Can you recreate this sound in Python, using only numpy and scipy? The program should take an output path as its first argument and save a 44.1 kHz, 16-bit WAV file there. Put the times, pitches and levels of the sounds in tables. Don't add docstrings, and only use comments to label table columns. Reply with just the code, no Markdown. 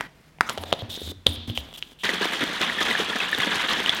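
import sys
import numpy as np
from scipy import signal
from scipy.fft import rfft, irfft
from scipy.io import wavfile
from scipy.ndimage import uniform_filter1d

SR = 44100
rng = np.random.default_rng(int(sys.argv[2]) if len(sys.argv) > 2 else 0)


def wrap_up_sound(samples):
    columns = np.atleast_2d(samples).T
    tamed = np.clip(columns, -1, 1)
    steps = np.round(tamed * 32767).astype(np.int16)
    wavfile.write(sys.argv[1], SR, steps)


N = 176400
T = np.arange(N) / SR

AIR_EQ = [(15, -76), (25, 12.5), (53, -11.5), (82, -10.5), (123, -13), (145, -10), (161, -9.5), (217, -18),
          (624, -25), (863, -27), (936, -27), (1840, -28), (16000, -47.5)]
RASP_EQ = [(500, -8), (2000, -6), (4500, 4), (6500, -1), (9000, -3.5), (12000, -3.5), (14000, -7),
           (16000, -7)]
BODY_EQ = [(50, -9), (150, -4), (270, 5), (420, -6), (650, -3.5), (1100, -7.5), (2000, -9.5), (4000, -11.5),
           (9000, -44)]
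TICK_EQ = [(100, 1), (600, 8.5), (2000, 2.5), (4500, -3.5), (8000, -10.5), (11000, -15), (16000, -24)]
SPLASH_EQ = [(200, -5), (500, -15.5), (800, -6), (1100, -2.5), (1400, -2), (1750, 2), (2050, -1.5),
             (2350, -3), (2800, -3), (3350, 0.5), (3750, -3.5), (4300, -11), (5500, -28), (9000, -15),
             (16000, -54)]
SPRAY_EQ = [(1000, -9), (3000, -0.5), (4600, 3), (6500, 0), (8500, -5.5), (10500, -8.5), (13000, -12),
            (16000, -17)]
THUD_EQ = [(40, -17), (110, -28.5), (170, -1.5), (280, -1.5), (420, -3.5), (600, -6), (1000, -18),
           (2500, -18.5), (8000, -76)]
SLAP_EQ = [(100, -20), (300, 18), (1500, -4), (3500, 0.5), (5000, 1), (8000, -6), (12000, -13.5),
           (16000, -19)]

# f/Hz, level/dB
HUM_TONES = [(156, -63.5)]
# t/s, length/s, squeak/dB, level ramp/dB, squeak/Hz, hiss/dB, body/dB
RUB_STROKES = [(0, 0.072, -39.5, -8, 1720, -53.5, -39.5), (0.15, 0.15, -68, 2, 2020, -69.5, -65.5),
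               (0.427, 0.13, -46, -3, 2010, -54, -44), (0.5, 0.034, -38, -14, 3420, -42, -38.5),
               (0.543, 0.1, -60, 10, 3120, -60, -50.5), (0.654, 0.062, -50, 4, 3600, -54.5, -45),
               (0.746, 0.051, -66, -3, 3500, -58, -43), (0.79, 0.03, -35.5, -3, 3450, -52, -46),
               (0.829, 0.076, -67, -9.5, 3440, -66, -42.5), (0.895, 0.073, -37.5, 1, 3580, -43, -48.5),
               (0.968, 0.059, -43.5, 5, 3640, -49, -51.5), (1.028, 0.089, -42, 3, 3660, -45, -51.5),
               (1.263, .012, -48, 3, 3500, -48, -32.5), (1.266, 0.095, -40, -5, 3600, -45, -43),
               (1.358, 0.11, -40.5, -7, 3470, -66, -46.5), (1.474, 0.035, -43.5, -3, 3440, -46, -43),
               (1.51, 0.036, -43, -3, 3380, -59, -49), (1.549, 0.059, -36.5, -4, 3280, -43, -48),
               (1.607, 0.12, -50, -4, 3400, -57.5, -47.5), (1.738, 0.028, -42, -2.5, 3330, -48.5, -51),
               (1.774, 0.02, -44, -2, 3260, -42.5, -49), (1.796, 0.14, -57.5, 1, 3440, -59, -59.5),
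               (1.989, 0.046, -44.5, 0, 3260, -54, -78)]
# t/s, ring/dB, ring/Hz, ring width/Hz, knock/dB, knock/Hz, tick/dB
LID_CLICKS = [(.0085, -4, 1610, 590, -35, 600, -20), (.386, -26, 2200, 900, -34, 800, -63),
              (0.4088, 6.5, 1460, 540, -20, 520, -13.5), (0.4902, -12, 3160, 700, -15, 1320, -33),
              (0.4953, -12, 3260, 500, -17, 1190, -16.5), (.503, -30, 3400, 600, -17.5, 1020, -34),
              (0.5763, -17, 3040, 900, -14, 600, -26.5), (0.5815, -16, 3100, 450, -20, 700, -30),
              (.637, -18, 3380, 497, -17, 570, -26.5), (0.7236, -13, 3270, 450, -24, 600, -36),
              (0.7269, 3.5, 3080, 593, -1, 600, -15), (0.737, -10.5, 3560, 400, -12, 540, -33),
              (0.821, -36.5, 3400, 600, -19, 590, -36), (0.975, -34, 3600, 600, -24, 405, -36),
              (1.017, -35, 3570, 600, -18.5, 400, -41), (1.076, -35, 3600, 600, -21, 326, -38),
              (1.118, -33, 3650, 600, -21.5, 370, -36), (1.265, -9, 3360, 420, -9, 335, -29.5),
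              (1.2672, 10, 3500, 423, -10, 480, -19.5), (1.499, -15, 3200, 350, -17.5, 300, -38),
              (1.5755, -1, 3040, 556, -16.5, 610, -22), (1.5754, -21, 1180, 500, -24.5, 535, -33),
              (1.688, -42, 3300, 600, -38, 560, -46), (1.7284, -30, 3330, 596, -35, 500, -39),
              (1.8258, -5, 2990, 623, -48, 600, -41), (1.919, -37, 3170, 800, -36.5, 350, -49)]
# t/s, f/Hz, level/dB
LID_AIR_SWEEP = [(.41, 1640, -61), (.48, 1350, -37.5), (.53, 1060, -49), (.58, 830, -47), (.66, 715, -47.5),
                 (.71, 685, -44.5), (.8, 656, -48), (.97, 596, -60.5), (1.12, 560, -52)]
# t/s, length/s, level/dB, f/Hz
THREAD_SQUEALS = [(0.458, 0.033, -48, 6100), (0.492, 0.0095, -31, 7100), (0.525, 0.018, -48, 11000),
                  (.6, 0.041, -50, 10900), (1.278, 0.027, -43.5, 9000), (1.323, 0.029, -48, 10900)]
# t/s, level/dB, f/Hz, width/Hz
BOTTLE_THUMPS = [(.582, -32.5, 86.3, 4), (.822, -21.5, 103, 18), (0.884, -34, 95, 7.7),
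                 (1.026, -32, 77.5, 5.1), (1.067, -30, 88, 6.4), (1.095, -33.5, 287.6, 9.8),
                 (1.166, -36.5, 88, 7), (1.281, -18, 84, 13), (1.296, -29, 294, 10.7), (1.37, -29, 87, 6.8),
                 (1.477, -26, 260, 22), (1.477, -23, 95, 27), (1.497, -18, 102, 24),
                 (1.576, -27.5, 70.6, 8.3), (3.387, -25.5, 142, 32), (3.56, -29.5, 145, 24)]
# f/Hz, relative level/dB, width/Hz
WALL_RESONANCES = [(234.6, -2, 3.5), (264.7, -6, 11), (298, -4.5, 8.1), (348, -11, 9.2)]
# t/s, hold/s, splash/dB, thud/dB, spray/dB
SLOSH_HITS = [(2.027, 0.033, -24, -42.5, -39), (2.088, 0.01, -29, -33, -40),
              (2.126, 0.015, -32.5, -32.5, -39.5), (2.208, 0.021, -24, -32, -39.5),
              (2.241, 0.011, -26.5, -52, -37), (2.279, 0.013, -32, -42, -55),
              (2.319, 0.018, -29.5, -33.5, -37.5), (2.404, 0.025, -24, -30.5, -40),
              (2.486, 0.012, -52, -34.5, -53), (2.51, 0.0066, -41, -47, -48),
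              (2.606, 0.031, -22.5, -36, -38), (2.661, 0.031, -31.5, -38, -49),
              (2.767, 0.012, -45, -34.5, -52), (2.8, 0.028, -25, -31, -36.5),
              (2.848, 0.073, -26, -35.5, -39.5), (2.927, 0.048, -32, -51, -54),
              (2.976, 0.025, -26.5, -44, -40), (2.999, 0.015, -25, -33, -37.5),
              (3.086, 0.013, -32, -33, -40.5), (3.152, 0.0069, -27, -33, -43),
              (3.196, 0.045, -29.5, -36, -43), (3.376, 0.0039, -29, -28, -35),
              (3.397, 0.045, -25.5, -40.5, -41), (3.465, 0.0069, -25, -27, -42),
              (3.505, 0.024, -25, -33.5, -40), (3.541, 0.026, -28, -37.5, -37.5),
              (3.588, 0.032, -27, -48, -38.5), (3.635, .008, -24.5, -34.5, -44),
              (3.682, 0.051, -23, -34.5, -38.5), (3.756, 0.047, -29, -36.5, -44.5),
              (3.836, 0.0071, -27, -38, -58), (3.869, 0.0092, -25.5, -35, -40),
              (3.918, 0.012, -27, -43, -45), (3.962, .012, -32, -45, -39.5)]
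# t/s, level/dB
DROP_SLAPS = [(2.034, -42), (2.052, -18), (2.143, -25), (2.255, -18), (2.439, -19), (2.531, -23),
              (2.615, -14.5), (2.806, -20), (2.89, -24), (2.993, -23), (3.241, -28), (3.35, -29),
              (3.4, -38), (3.423, -31), (3.447, -18.5), (3.644, -31), (3.733, -19), (3.802, -19.5)]
# t/s, level/dB, f/Hz
SLUG_KNOCKS = [(2.046, -17.5, 364), (2.212, -12.5, 385), (2.432, -9.5, 280), (2.61, -15.5, 355),
               (2.813, -16.5, 362), (2.999, -9.5, 454), (3.518, -22, 418)]
# t/s, level/dB, f/Hz, width/Hz
PLOP_HITS = [(2.0915, -7, 1970, 130), (2.698, -9.5, 1890, 130), (2.785, -19, 1800, 21),
             (2.806, -21, 1755, 25), (2.911, -10, 2000, 105), (2.952, -6, 1740, 160),
             (3.131, -22, 1800, 38), (3.162, -20, 1760, 60), (3.203, -15, 2590, 73), (3.329, -9, 1776, 71),
             (3.348, -8.5, 3580, 196), (3.377, -26, 1650, 67), (3.402, -11, 2010, 140),
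             (3.421, -11.5, 1140, 150), (3.709, -15, 1150, 150), (3.433, -16.5, 3270, 70),
             (3.594, -18, 2070, 45), (3.8609, -2.5, 3020, 300), (3.894, 1, 3400, 200)]
# t/s, level/dB
FOAM_SPITS = [(2.139, -34), (3.315, -28), (3.386, -24), (3.949, -27)]
# f/Hz, T60/s
KITCHEN_DECAY = [(100, 0.54), (500, 0.61), (1600, 0.3), (3500, 0.63), (8000, 0.35), (16000, 0.21)]


def amp(db):
    return 10 ** (np.asarray(db) / 20)


def unit(x):
    return x / np.sqrt(np.mean(x ** 2) + 1e-20)


def read(points, hz):
    f, value = np.transpose(points)
    return np.interp(np.log(hz + 1), np.log(f + 1), value)


def add(mix, s, sound):
    part = mix[max(round(s * SR), 0):][:len(sound)]
    part += sound[:len(part)]


def colour(x, curve, size=4096):
    log_gain = np.log(amp(read(curve, abs(np.fft.fftfreq(size, 1 / SR)))))
    taps = np.fft.ifft(np.exp(np.conj(signal.hilbert(log_gain)))).real[:size // 2]
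    return signal.fftconvolve(x, taps / np.linalg.norm(taps))[:len(x)]


def ring(hz, width_hz, rise_s):
    t = T[:SR // 2]
    return (1 - np.exp(-t / rise_s)) * np.exp(-np.pi * width_hz * t) * np.sin(2 * np.pi * hz * t)


def burst(decay_s):
    t = T[:SR // 40]
    return np.exp(-t / decay_s) * rng.standard_normal(len(t))


def crackle(per_s, spread_db):
    size = amp(spread_db * np.minimum(rng.exponential(1, N), 4))
    return size * rng.choice([-1., 1.], N) * (rng.random(N) < per_s / SR)


def flutter(depth_db, smooth_s):
    return amp(depth_db * unit(uniform_filter1d(rng.standard_normal(N), round(smooth_s * SR))))


def room_tone(air_db=-52.5):
    hum = sum(amp(db) * np.sqrt(2) * np.sin(2 * np.pi * (hz * T + rng.random())) for hz, db in HUM_TONES)
    return amp(air_db) * unit(colour(rng.standard_normal(N), AIR_EQ)) + hum


def shifting_grip(rasp, bands=9):
    centres_hz = np.linspace(2000, 16000, bands)
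    position = np.interp(np.fft.rfftfreq(N, 1 / SR), centres_hz, np.arange(bands))
    spectrum, out = rfft(rasp), np.zeros(N)
    for k in range(bands):
        band = irfft(spectrum * np.maximum(1 - abs(position - k), 0), N)
        out += flutter(depth_db=2.5, smooth_s=0.018) * band
    return unit(out)


def rubbing(slips_per_s=4200, spread_db=2.5, stage_width_hz=900, edge_s=0.0034):
    slips = crackle(slips_per_s, spread_db)
    hiss = shifting_grip(colour(slips, RASP_EQ))
    body = unit(colour(crackle(slips_per_s, spread_db), BODY_EQ))
    out = np.zeros(N)
    for s, length, squeak_db, ramp_db, hz, hiss_db, body_db in RUB_STROKES:
        b, a = signal.iirpeak(hz, hz / stage_width_hz, SR)
        squeak = unit(signal.lfilter(b, a, signal.lfilter(b, a, slips)))
        gate = np.clip(np.minimum(T - s, s + length - T) / edge_s + .5, 0, 1)
        ramp = amp(ramp_db * np.clip((T - s) / length, 0, 1))
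        out += gate * ramp * (amp(squeak_db) * squeak + amp(hiss_db) * hiss + amp(body_db) * body)
    return out


def lid_clicks(rise_s=0.00025, knock_width_hz=220):
    out, ticks = np.zeros((2, N))
    for s, ring_db, hz, width_hz, knock_db, knock_hz, tick_db in LID_CLICKS:
        add(out, s, amp(ring_db) * ring(hz, width_hz, rise_s))
        add(out, s, amp(knock_db) * ring(knock_hz, knock_width_hz, rise_s))
        add(ticks, s, amp(tick_db) * burst(decay_s=.002))
    return out + colour(ticks, TICK_EQ)


def lid_air(stage_width_hz=340):
    s, hz, db = np.transpose(LID_AIR_SWEEP)
    carrier = np.exp(2j * np.pi * np.cumsum(np.interp(T, s, hz)) / SR)
    pole = np.exp(-np.pi * stage_width_hz / SR)
    air = carrier * signal.lfilter([1], [1, -2 * pole, pole * pole], rng.standard_normal(N) / carrier)
    return unit(air.real) * amp(np.interp(T, s, db)) * (T > s[0]) * (T < s[-1])


def thread_squeals(q=7):
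    out = np.zeros(N)
    for s, length, db, hz in THREAD_SQUEALS:
        b, a = signal.iirpeak(hz, q, SR)
        swell = np.sin(np.pi * np.clip((T - s) / length, 0, 1))
        out += amp(db) * swell * unit(signal.lfilter(b, a, rng.standard_normal(N)))
    return out


def bottle_thumps(rise_s=0.0027, wall_db=-17.5):
    out = np.zeros(N)
    wall = amp(wall_db) * sum(amp(db) * ring(hz, width, rise_s) for hz, db, width in WALL_RESONANCES)
    for s, db, hz, width_hz in BOTTLE_THUMPS:
        add(out, s, amp(db) * (ring(hz, width_hz, rise_s) + wall))
    return out


def bubbles(envelope, pitches_hz, curve, per_s, decay_cycles, glide=0.056):
    swarm, t = np.zeros((2, N)), T[:SR // 25]
    for hz in pitches_hz:
        age = t * hz / decay_cycles
        rising_hz = hz * (1 + glide * np.minimum(age, 2))
        tone = np.exp(-age) * np.sin(2 * np.pi * np.cumsum(rising_hz) / SR)
        births = crackle(per_s / len(pitches_hz), spread_db=3)
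        swarm += hz * signal.oaconvolve(np.array([births, births * envelope]), tone[None], axes=1)[:, :N]
    steady, surging = swarm
    return colour(surging, curve) / np.std(colour(steady, curve))


def sloshing(start_s=2.034, rise_s=0.0043, fall_s=0.017):
    power = amp([[-30.5], [-42.5], [-44.5]]) ** 2
    for s, hold, splash_db, thud_db, spray_db in SLOSH_HITS:
        surge = np.clip((T - s) / rise_s, 0, 1) * np.exp(-np.maximum(T - s - hold, 0) / fall_s)
        power = power + (amp([[splash_db], [thud_db], [spray_db]]) * surge) ** 2
    splash, thud, spray = np.sqrt(power) * (T > start_s)
    clumps = unit(flutter(depth_db=2.5, smooth_s=0.0049))
    large_hz, fine_hz = np.geomspace(500, 6000, 48), np.geomspace(3000, 15000, 32)
    return (bubbles(splash, large_hz, SPLASH_EQ, per_s=6000, decay_cycles=5.2)
            + bubbles(spray * clumps, fine_hz, SPRAY_EQ, per_s=10000, decay_cycles=6.3)
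            + colour(thud * unit(crackle(per_s=1400, spread_db=3)), THUD_EQ))


def drop_slaps():
    out = np.zeros(N)
    for s, db in DROP_SLAPS:
        add(out, s, amp(db) * burst(decay_s=0.001))
    return colour(out, SLAP_EQ)


def slug_knocks():
    out = np.zeros(N)
    for s, db, hz in SLUG_KNOCKS:
        add(out, s, amp(db) * ring(hz, width_hz=110, rise_s=0.0013))
    return out


def plops(tick_db=-18.5):
    out = np.zeros(N)
    for s, db, hz, width_hz in PLOP_HITS:
        add(out, s, amp(db) * ring(hz, width_hz, rise_s=0.00042))
        add(out, s, amp(db + tick_db) * colour(burst(decay_s=.002), TICK_EQ))
    return out


def foam_spits(low_cut_hz=7000):
    out = np.zeros(N)
    for s, db in FOAM_SPITS:
        add(out, s, amp(db) * burst(decay_s=0.001))
    return signal.sosfilt(signal.butter(2, low_cut_hz, "high", fs=SR, output="sos"), out)


def kitchen(x, early_db=-16, early_decay_s=0.0075, tail_db=-19):
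    t = T[:SR]
    hz, frame_s, spectra = signal.stft(rng.standard_normal(SR) * (t > .008), SR, nperseg=256)
    decay = amp(-60 * frame_s / read(KITCHEN_DECAY, hz)[:, None])
    tail = signal.istft(spectra * decay, SR, nperseg=256)[1][:SR]
    early = rng.standard_normal(SR) * (rng.random(SR) < .1) * (t > .002) * np.exp(-t / early_decay_s)
    echo = amp(tail_db) * tail / np.linalg.norm(tail) + amp(early_db) * early / np.linalg.norm(early)
    return x + signal.fftconvolve(x, echo)[:N]


def scene():
    closing = lid_clicks() + bottle_thumps() + rubbing() + thread_squeals() + lid_air()
    shaking = sloshing() + slug_knocks() + plops() + drop_slaps() + foam_spits()
    return (kitchen(closing + shaking) + room_tone())[None]


def record(dry, low_cut_hz=58, high_cut_hz=16200):
    thinned = signal.sosfilt(signal.butter(2, low_cut_hz, "high", fs=SR, output="sos"), dry)
    high_cut = signal.firwin(511, high_cut_hz, window=("kaiser", 9), fs=SR)
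    return signal.oaconvolve(np.clip(thinned, -1, 1), high_cut[None], "same")


dry = scene()
out = record(dry)
wrap_up_sound(out)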